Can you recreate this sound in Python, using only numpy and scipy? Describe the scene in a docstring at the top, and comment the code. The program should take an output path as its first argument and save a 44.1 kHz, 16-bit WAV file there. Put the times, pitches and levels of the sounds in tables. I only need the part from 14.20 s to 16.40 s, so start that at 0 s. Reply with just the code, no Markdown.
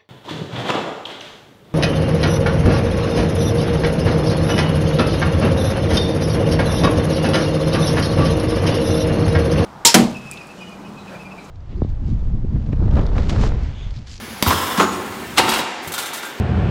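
"""An air-operated sheet metal shear makes one cut in a hard-walled workshop.
The valve snaps, air rushes into the cylinder, the frame thumps and the blade bangs through the sheet.
The beam slams back and rattles; air vents, and the cut strip scrapes and drops.
Hits are bursts of shaped noise over ringing steel modes, thumps are dying sines, air is fluttering hiss.
Behind it all sit a leak, the workshop's echo and distant machine noise."""
import sys
import numpy as np
from scipy import signal
from scipy.fft import rfft, irfft
from scipy.io import wavfile

SR = 44100
rng = np.random.default_rng(int(sys.argv[2]) if len(sys.argv) > 2 else 0)


def output_pcm(signal):
    """Save a mono or channel-first signal as 16-bit PCM at the path in sys.argv[1].

    Samples are clipped to [-1, 1] before scaling.
    """
    pcm = np.clip(np.atleast_2d(signal).T, -1, 1) * 32767
    wavfile.write(sys.argv[1], SR, np.round(pcm).astype(np.int16))


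N = 97020

# Hits. Each row: start in seconds, level in dB, rise and decay in seconds, tilt in dB per octave.
CUT_KNOCKS = [(0.2634, -16, 0.00043, 0.012, 0, 1120), (0.278, -19, 0.0055, .022, -1.5, 1076),
              (0.302, -11.5, 0.0048, 0.015, 1.5, 990), (0.321, -20.5, 0.0074, 0.021, 0.5, 1380),
              (0.575, -19, 0.00064, 0.037, 4, 1080), (.594, -6.5, 0.00589, 0.017, 0.55, 1270),
              (.608, -10.5, 0.00294, 0.019, 0, 920), (0.629, -15, 0.0015, 0.025, 0, 1220),
              (0.723, -30, 0.00095, 0.041, 6, 1330), (.860, -34, 0.00048, 0.0057, 8, 1270),
              (0.922, -30, 0.001, 0.021, 2, 1110)]  # clamp and blade beam; each row ends with the clank's pitch in Hz
RETURN_HITS = [(1.160, -23.5, 0.017, 0.0097, 1.5), (1.1742, -12.5, 0.00057, 0.0085, 1.5),
               (1.179, -3, 0.0027, 0.012, 0.8), (1.194, -8.5, 0.0019, 0.012, -3),
               (1.230, -18.5, 0.0022, 0.047, -2.5), (1.279, -14, 0.00285, 0.012, -2.5),
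               (1.286, -19, 0.007, 0.025, 6), (1.315, -16.5, 0.00267, 0.027, -0.5),
               (1.335, -18.5, 0.0045, 0.015, 3), (1.359, -19, 0.0016, 0.026, -1.5),
               (1.385, -18, 0.0055, 0.026, -1.5)]
STRIP_SCRAPES = [(1.674, -27.5, 0.0018, 0.012, 4), (1.719, -27, .002, 0.021, 4),
                 (1.735, -23, .006, 0.024, 0), (1.776, -20.5, 0.007, 0.031, -0.1),
                 (1.823, -25.5, .005, 0.016, -0.5), (1.852, -28.5, .01, 0.029, 1),
                 (1.929, -27, .007, 0.043, 2), (1.968, -35, 0.008, 0.014, 5),
                 (2.020, -29, 0.012, 0.025, -2), (2.045, -36.5, 0.0075, 0.057, 3)]
AIR_SPURT = [(.262, -18, 0.021, 0.015, 0)]  # the first air through the valve
# The blade breaks through. Each row: start in seconds, level in dB, rise in seconds.
BREAKTHROUGH = [(.598, -31.5, 0.0041)]
# Swings of frame and floor. Each row: start in seconds, pitch in Hz, level in dB, rise and decay in seconds.
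THUMPS = [(0.2258, 215, -12, 0.00074, 0.0058), (0.263, 248, -17, 0.0023, 0.038),
          (0.271, 86, -9, 0.0042, 0.021), (0.338, 87, -23.5, 0.016, 0.068),
          (0.579, 193, -10, 0.0086, 0.0073), (.630, 373.3, -13, 0.0032, 0.017),
          (0.627, 90.6, -33, 0.0075, 0.13), (1.178, 70, -37, 0.0023, 0.03),
          (1.279, 232, -27, 0.0015, 0.0056), (1.67, 90.2, -32.5, 0.0022, 0.027),
          (1.673, 168.4, -32.5, 0.0035, 0.035)]
# Valve clicks. Each row: start in seconds, level in dB, decay in seconds.
VALVE_SNAPS = [(.2250, -3.5, 0.0022), (0.2267, -16, 0.01), (0.276, -21, 0.0012)]

# Ringing steel. Each row: pitch in Hz, relative level in dB, seconds to fade by 60 dB.
FRAME_MODES = [(206.2, 12, 0.44), (265.8, 2.5, 1.9), (323, -1, 2.1), (802, 1, 1.3), (899, 8.5, 0.63),
               (973, 3, 0.75), (1080, -12, .4), (1152, 4, .5), (1227, 1.5, .9), (1335, -1, 0.74)]
BLADE_MODES = [(6460, -2, 0.28), (6800, 0.5, 0.44), (6900, -2, 0.63), (7300, -4, 0.3)]
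BEAM_MODES = [(226.8, -8, 0.32), (328.4, -5.5, 0.49), (373.6, -1, 0.61), (751, -4, 0.82), (896, 3.5, 0.81),
              (985, -6, 0.73), (1208, -10, 1), (1310, -0.5, 0.65), (2116, -15, 0.84), (2810, -9, 1),
              (3810, -6.5, 0.73), (4522, -15, 0.69)]
STRIP_MODES = [(1420, 3, 0.35), (1583, 3, .35), (3530, -1.5, 0.5), (3610, -4, .45), (3765, -5, .5),
               (4630, -7, 0.35), (6239, -3, 0.35), (7504, -7, .3), (8506, -8, .3)]

# The EQ curve of each layer. Each row: frequency in Hz, relative level in dB.
KNOCK_EQ = [(40, -27), (170, -8.5), (280, 3.5), (420, 0.5), (620, -2.5), (1000, 0), (1400, -0.5),
            (1900, -10), (3200, -14.5), (6500, -24), (10000, -32.5), (16000, -56)]
RETURN_EQ = [(60, -20), (170, -9), (300, -4), (520, -4), (850, -0.5), (1700, -5.5), (3600, -5), (5000, -12),
             (9000, -19), (16000, -32.5)]
VALVE_EQ = [(60, -2.5), (250, 1.5), (700, 3), (1500, -7), (3800, -2), (6500, -10), (8500, -11.5),
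            (13000, -9.5), (16000, -15)]
SCRAPE_EQ = [(60, -24), (300, -1.5), (700, 0.5), (1450, 3), (2000, -4), (3600, 3), (4800, -3), (9000, -3.5),
             (16000, -8.5)]
FILL_EQ = [(88, -26), (150, -3), (175, -19), (315, -11), (774, -10), (1080, -7), (1690, -10.5),
           (2980, -23.5), (4160, -20.5), (11700, -22), (16000, -19.5)]
SPURT_EQ = [(500, -3), (4000, 4), (6500, -2), (9500, -11), (14000, 5), (16000, -1)]
IDLE_LEAK_EQ = [(1500, -14), (3000, -2), (5800, -1.5), (7000, -4), (8000, -14), (9000, -10), (10000, 1.5),
                (11200, -9), (12800, -7), (16000, -6)]
WORKING_LEAK_EQ = [(1500, 13), (4000, 2.5), (7000, 3), (9300, 4.5), (11000, 0.5), (16000, 5.5)]
VENT_EQ = [(100, -25), (350, -7.5), (900, 9.5), (1400, 2), (2000, 5.5), (3500, -2), (5000, -7), (7500, -13),
           (11000, -58)]
SHOP_EQ = [(30, -32), (100, -11), (220, 1.5), (380, 5.5), (550, 2), (900, -5.5), (1500, -2.5),
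           (2500, -10.5), (4000, -18)]
# Resonances on top of the EQ. Each row: centre in Hz, width in Hz, boost in dB.
SCRAPE_PEAKS = [(1380, 200, 6.5)]
FILL_PEAKS = [(1060, 130, 8), (3010, 510, 12), (3410, 360, 6.5), (3800, 140, 5), (5230, 190, 9)]

# Fader moves. Each row: time in seconds, gain in dB.
FILL_FADER = [(.228, -50), (.238, -51), (.262, -25.5), (.274, -23), (.32, -21.5), (.37, -24.5),
              (.57, -26.5), (.63, -28), (.70, -60)]
LEAK_FADER = [(.25, -65), (.5, -40.5), (.8, -38.5), (1.15, -39.5), (1.40, -27.5), (1.47, -79), (1.60, -74),
              (1.63, -38), (2.05, -58), (2.2, -44)]  # the leak stops while the valve changes over
VENT_FADER = [(1.25, -39), (1.40, -30.5), (1.55, -32.5), (1.70, -37.5), (1.9, -33.5), (2.06, -36.5),
              (2.2, -38.5)]
DRONE_FADER = [(0, -0.5), (.9, -0.5), (1.3, 3), (1.5, -10.5), (2.2, -16.5)]

# Low machine drone. Each row: centre in Hz, width in Hz, relative level in dB.
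DRONE_BANDS = [(88.6, 28, -44.5), (222, 28, -40.5), (171.6, 95, -44)]
# The workshop's reverb. Each row: frequency in Hz, seconds to fade by 60 dB.
ROOM_T60 = [(100, 0.34), (350, 1.78), (1000, 1.2), (3000, 0.81), (8000, 0.74), (16000, 0.2)]

CLANK_WIDTH_HZ, CLANK_BOOST_DB = 100, 8
FRAME_RING_DB, BEAM_RING_DB, STRIP_RING_DB = -30.5, -20.5, -42.5
PING_S, PING_HZ, PING_DB = .732, 8600, -39
IDLE_LEAK_DB, IDLE_FADE_S, AIR_FLUTTER_DB = -41.5, 0.35, .3
SHOP_DB, ROOM_BUILD_S = -39, 0.005
STEEL_SEND_DB, THUMP_SEND_DB, AIR_SEND_DB = -8, -4.5, -3.5
RIPPLE_STEP_HZ, RIPPLE_DB = 44.7, 3
TOP_HZ, CEILING = 15800, .8


def blade():
    """Clamp and blade clank on the sheet and ring the frame; the blade sings as it breaks through."""
    clanks = sum(contacts([knock], KNOCK_EQ, grain_db=0.0, peaks=[(hz, CLANK_WIDTH_HZ, CLANK_BOOST_DB)])
                 for *knock, hz in CUT_KNOCKS)
    frame = undb(FRAME_RING_DB) * ring(CUT_KNOCKS, FRAME_MODES)
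    sing = ring(BREAKTHROUGH, BLADE_MODES)
    ping = ring([(PING_S, PING_DB, 0.0036)], [(PING_HZ, 0, 0.22)])  # one small steel mode after the cut
    return clanks + frame + sing + ping


def return_stroke():
    """The pressure is dumped: the beam slams back and rattles to rest, radiating little bass."""
    clatter = butter(contacts(RETURN_HITS, RETURN_EQ, grain_db=-0.5), "high", hz=116)
    return clatter + undb(BEAM_RING_DB) * ring(RETURN_HITS, BEAM_MODES)


def thumps():
    """The heavy frame swings for a few cycles after each jolt, giving the hits their weight."""
    return sum(undb(db) * envelope(start, rise, decay) * np.sin(2 * np.pi * hz * (clock() - start))
               for start, hz, db, rise, decay in THUMPS)


def valve():
    """Valve and linkage snap with a sharp, gritty attack."""
    snaps = [(start, db, .0004, decay, 0) for start, db, decay in VALVE_SNAPS]
    return contacts(snaps, VALVE_EQ, grain_db=4.0)


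def strip():
    """The cut strip tips and slides off in bright scrapes; once free, each touch rings the thin steel."""
    scrapes = contacts(STRIP_SCRAPES, SCRAPE_EQ, grain_db=0.8, peaks=SCRAPE_PEAKS)
    touches = [(start, STRIP_RING_DB, rise) for start, _, rise, *_ in STRIP_SCRAPES[1:]]
    return scrapes + ring(touches, STRIP_MODES, blur_rad=.35)


def air():
    """Air spurts in, fills the cylinder, leaks and finally vents through the muffler."""
    rush = hiss(FILL_EQ, flutter_db=1.0, peaks=FILL_PEAKS)
    fill = fader(FILL_FADER) * rush * fade_out(FILL_FADER[-1][0], seconds=.1)
    spurt = contacts(AIR_SPURT, SPURT_EQ, grain_db=0.0)
    idle_leak = undb(IDLE_LEAK_DB) * hiss(IDLE_LEAK_EQ, AIR_FLUTTER_DB)
    idle_leak *= fade_out(IDLE_FADE_S, seconds=0.041)
    working_leak = fader(LEAK_FADER) * hiss(WORKING_LEAK_EQ, AIR_FLUTTER_DB)
    vent = fader(VENT_FADER) * hiss(VENT_EQ, AIR_FLUTTER_DB)
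    return fill + spurt + idle_leak + working_leak + vent


def room(send):
    """Hard walls return a diffuse tail that hangs longest in the low mids and loses its top first."""
    t, noise = clock(), rfft(rng.standard_normal(N))
    hz = np.arange(len(noise)) * SR / N
    tail = 0
    for centre, t60 in ROOM_T60:
        band = over_hz([(f, f == centre) for f, _ in ROOM_T60], hz)
        tail = tail + irfft(noise * band, N) * np.exp(-np.log(1000) * t / t60)
    tail = tail * (1 - np.exp(-t / ROOM_BUILD_S)) / np.sqrt(SR * .07)
    return signal.fftconvolve(send, tail)[:N]


def shop():
    """A bed of distant machine noise, and a wavering low drone that dies down after the cut."""
    machines = butter(hiss(SHOP_EQ, flutter_db=1.5), "low", hz=3500)
    drone = 0
    for hz, width, db in DRONE_BANDS:
        phase = 2 * np.pi * hz * clock()
        drone = drone + undb(db) * (wander(2 * width) * np.sin(phase) + wander(2 * width) * np.cos(phase))
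    return undb(SHOP_DB) * unit(machines) + fader(DRONE_FADER) * drone


def contacts(hits, eq, grain_db, peaks=()):
    """Each hit is a dying swarm of tiny contacts, coloured by the struck part; grain adds grit."""
    out, comb = 0, ripple()
    for start, db, rise, decay, tilt in hits:
        swarm = unit(rng.standard_normal(N) * undb(grain_db * wander(900)))
        out = out + undb(db) * colour(swarm * envelope(start, rise, decay), eq, comb, peaks, tilt)
    return out


def ring(hits, modes, blur_rad=.7):
    """Every hit rings the same modes, from some point in its rise; loose contact blurs their phase."""
    t, blows = clock(), np.zeros(N)
    for start, db, rise, *_ in hits:
        blows[int((start + rise * rng.random()) * SR)] += undb(db)
    body = 0
    for hz, db, t60 in modes:
        phase = 2 * np.pi * (hz * t + rng.random()) + blur_rad * wander(np.sqrt(hz))
        body = body + undb(db) * np.exp(-np.log(1000) * t / t60) * np.sin(phase)
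    return signal.fftconvolve(blows, body)[:N]


def hiss(eq, flutter_db, peaks=()):
    """Turbulent air: shaped noise with a quick flutter."""
    return colour(rng.standard_normal(N), eq, ripple(), peaks) * undb(flutter_db * wander(55.0))


def ripple():
    """Steel's countless small resonances, as a random comb of (Hz, dB) points."""
    return np.column_stack([20 + RIPPLE_STEP_HZ * np.arange(1500), RIPPLE_DB * rng.standard_normal(1500)])


def colour(x, eq, comb, peaks, tilt=0):
    """Shape the tone with EQ, tilt and resonances; white noise keeps its level."""
    size = 2 ** 17
    hz = np.arange(size // 2 + 1) * SR / size
    db = over_hz(eq, hz) + tilt * np.log2(np.maximum(hz, 150) / SR)
    db += over_hz(comb, hz) * hz / (hz + 1200)  # the comb flattens towards the bass
    for centre, width, boost in peaks:
        db += boost / (1 + (2 * (hz - centre) / width) ** 2)
    gain = undb(db) / np.hypot(1, (hz / TOP_HZ) ** 10)
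    # Minimum phase keeps attacks free of pre-ringing.
    cepstrum = irfft(np.log(unit(gain)))
    cepstrum[1:size // 2] *= 2
    cepstrum[size // 2 + 1:] = 0
    return irfft(rfft(x, size) * np.exp(rfft(cepstrum)))[:N]


def butter(x, kind, hz):
    """Gentle two-pole high-pass or low-pass."""
    return signal.sosfilt(signal.butter(2, hz, kind, fs=SR, output="sos"), x)


def envelope(start, rise, decay):
    """Straight rise, then exponential decay."""
    age = clock() - start
    return np.clip(age / rise, 0, 1) * np.exp(-np.maximum(age - rise, 0) / decay)


def fade_out(start, seconds):
    """Full level, then a straight fade to silence."""
    return 1 - envelope(start, seconds, np.inf)


def fader(points):
    """Gain from (seconds, dB) points."""
    return undb(np.interp(clock(), *np.array(points).T))


def over_hz(points, hz):
    """Read (Hz, value) points on a log-frequency axis."""
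    freqs, values = np.array(points).T
    return np.interp(np.log(hz + 1), np.log(freqs), values)


def wander(rate_hz):
    """Smooth random drift with a spread of about 1."""
    steps = rng.standard_normal(4096)
    return 1.25 * np.interp(clock() * rate_hz, np.arange(4096), steps)


def undb(db):
    """Decibels to gain."""
    return 10 ** (np.asarray(db) / 20)


def unit(x):
    """Scale to rms 1."""
    return x / np.sqrt(np.mean(x ** 2))


def clock():
    """Time in seconds."""
    return np.arange(N) / SR


def scene():
    """Mono mix: each layer of the shear with its own reverb send, over the shop bed."""
    layers = [(valve(), AIR_SEND_DB), (blade(), STEEL_SEND_DB), (thumps(), THUMP_SEND_DB),
              (return_stroke(), STEEL_SEND_DB), (strip(), STEEL_SEND_DB), (air(), AIR_SEND_DB)]
    direct = sum(layer for layer, _ in layers)
    send = sum(layer * undb(db) for layer, db in layers)
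    return (direct + room(send) + shop())[None]


def record(dry):
    """Trim the deep bass, round the loudest peaks and cut the very top."""
    thinned = butter(dry, "high", hz=42)
    rounded = thinned / (1 + (thinned / CEILING) ** 4) ** .25
    return signal.sosfilt(signal.ellip(10, .1, 80, TOP_HZ, fs=SR, output="sos"), rounded)


dry = scene()
out = record(dry)
output_pcm(out)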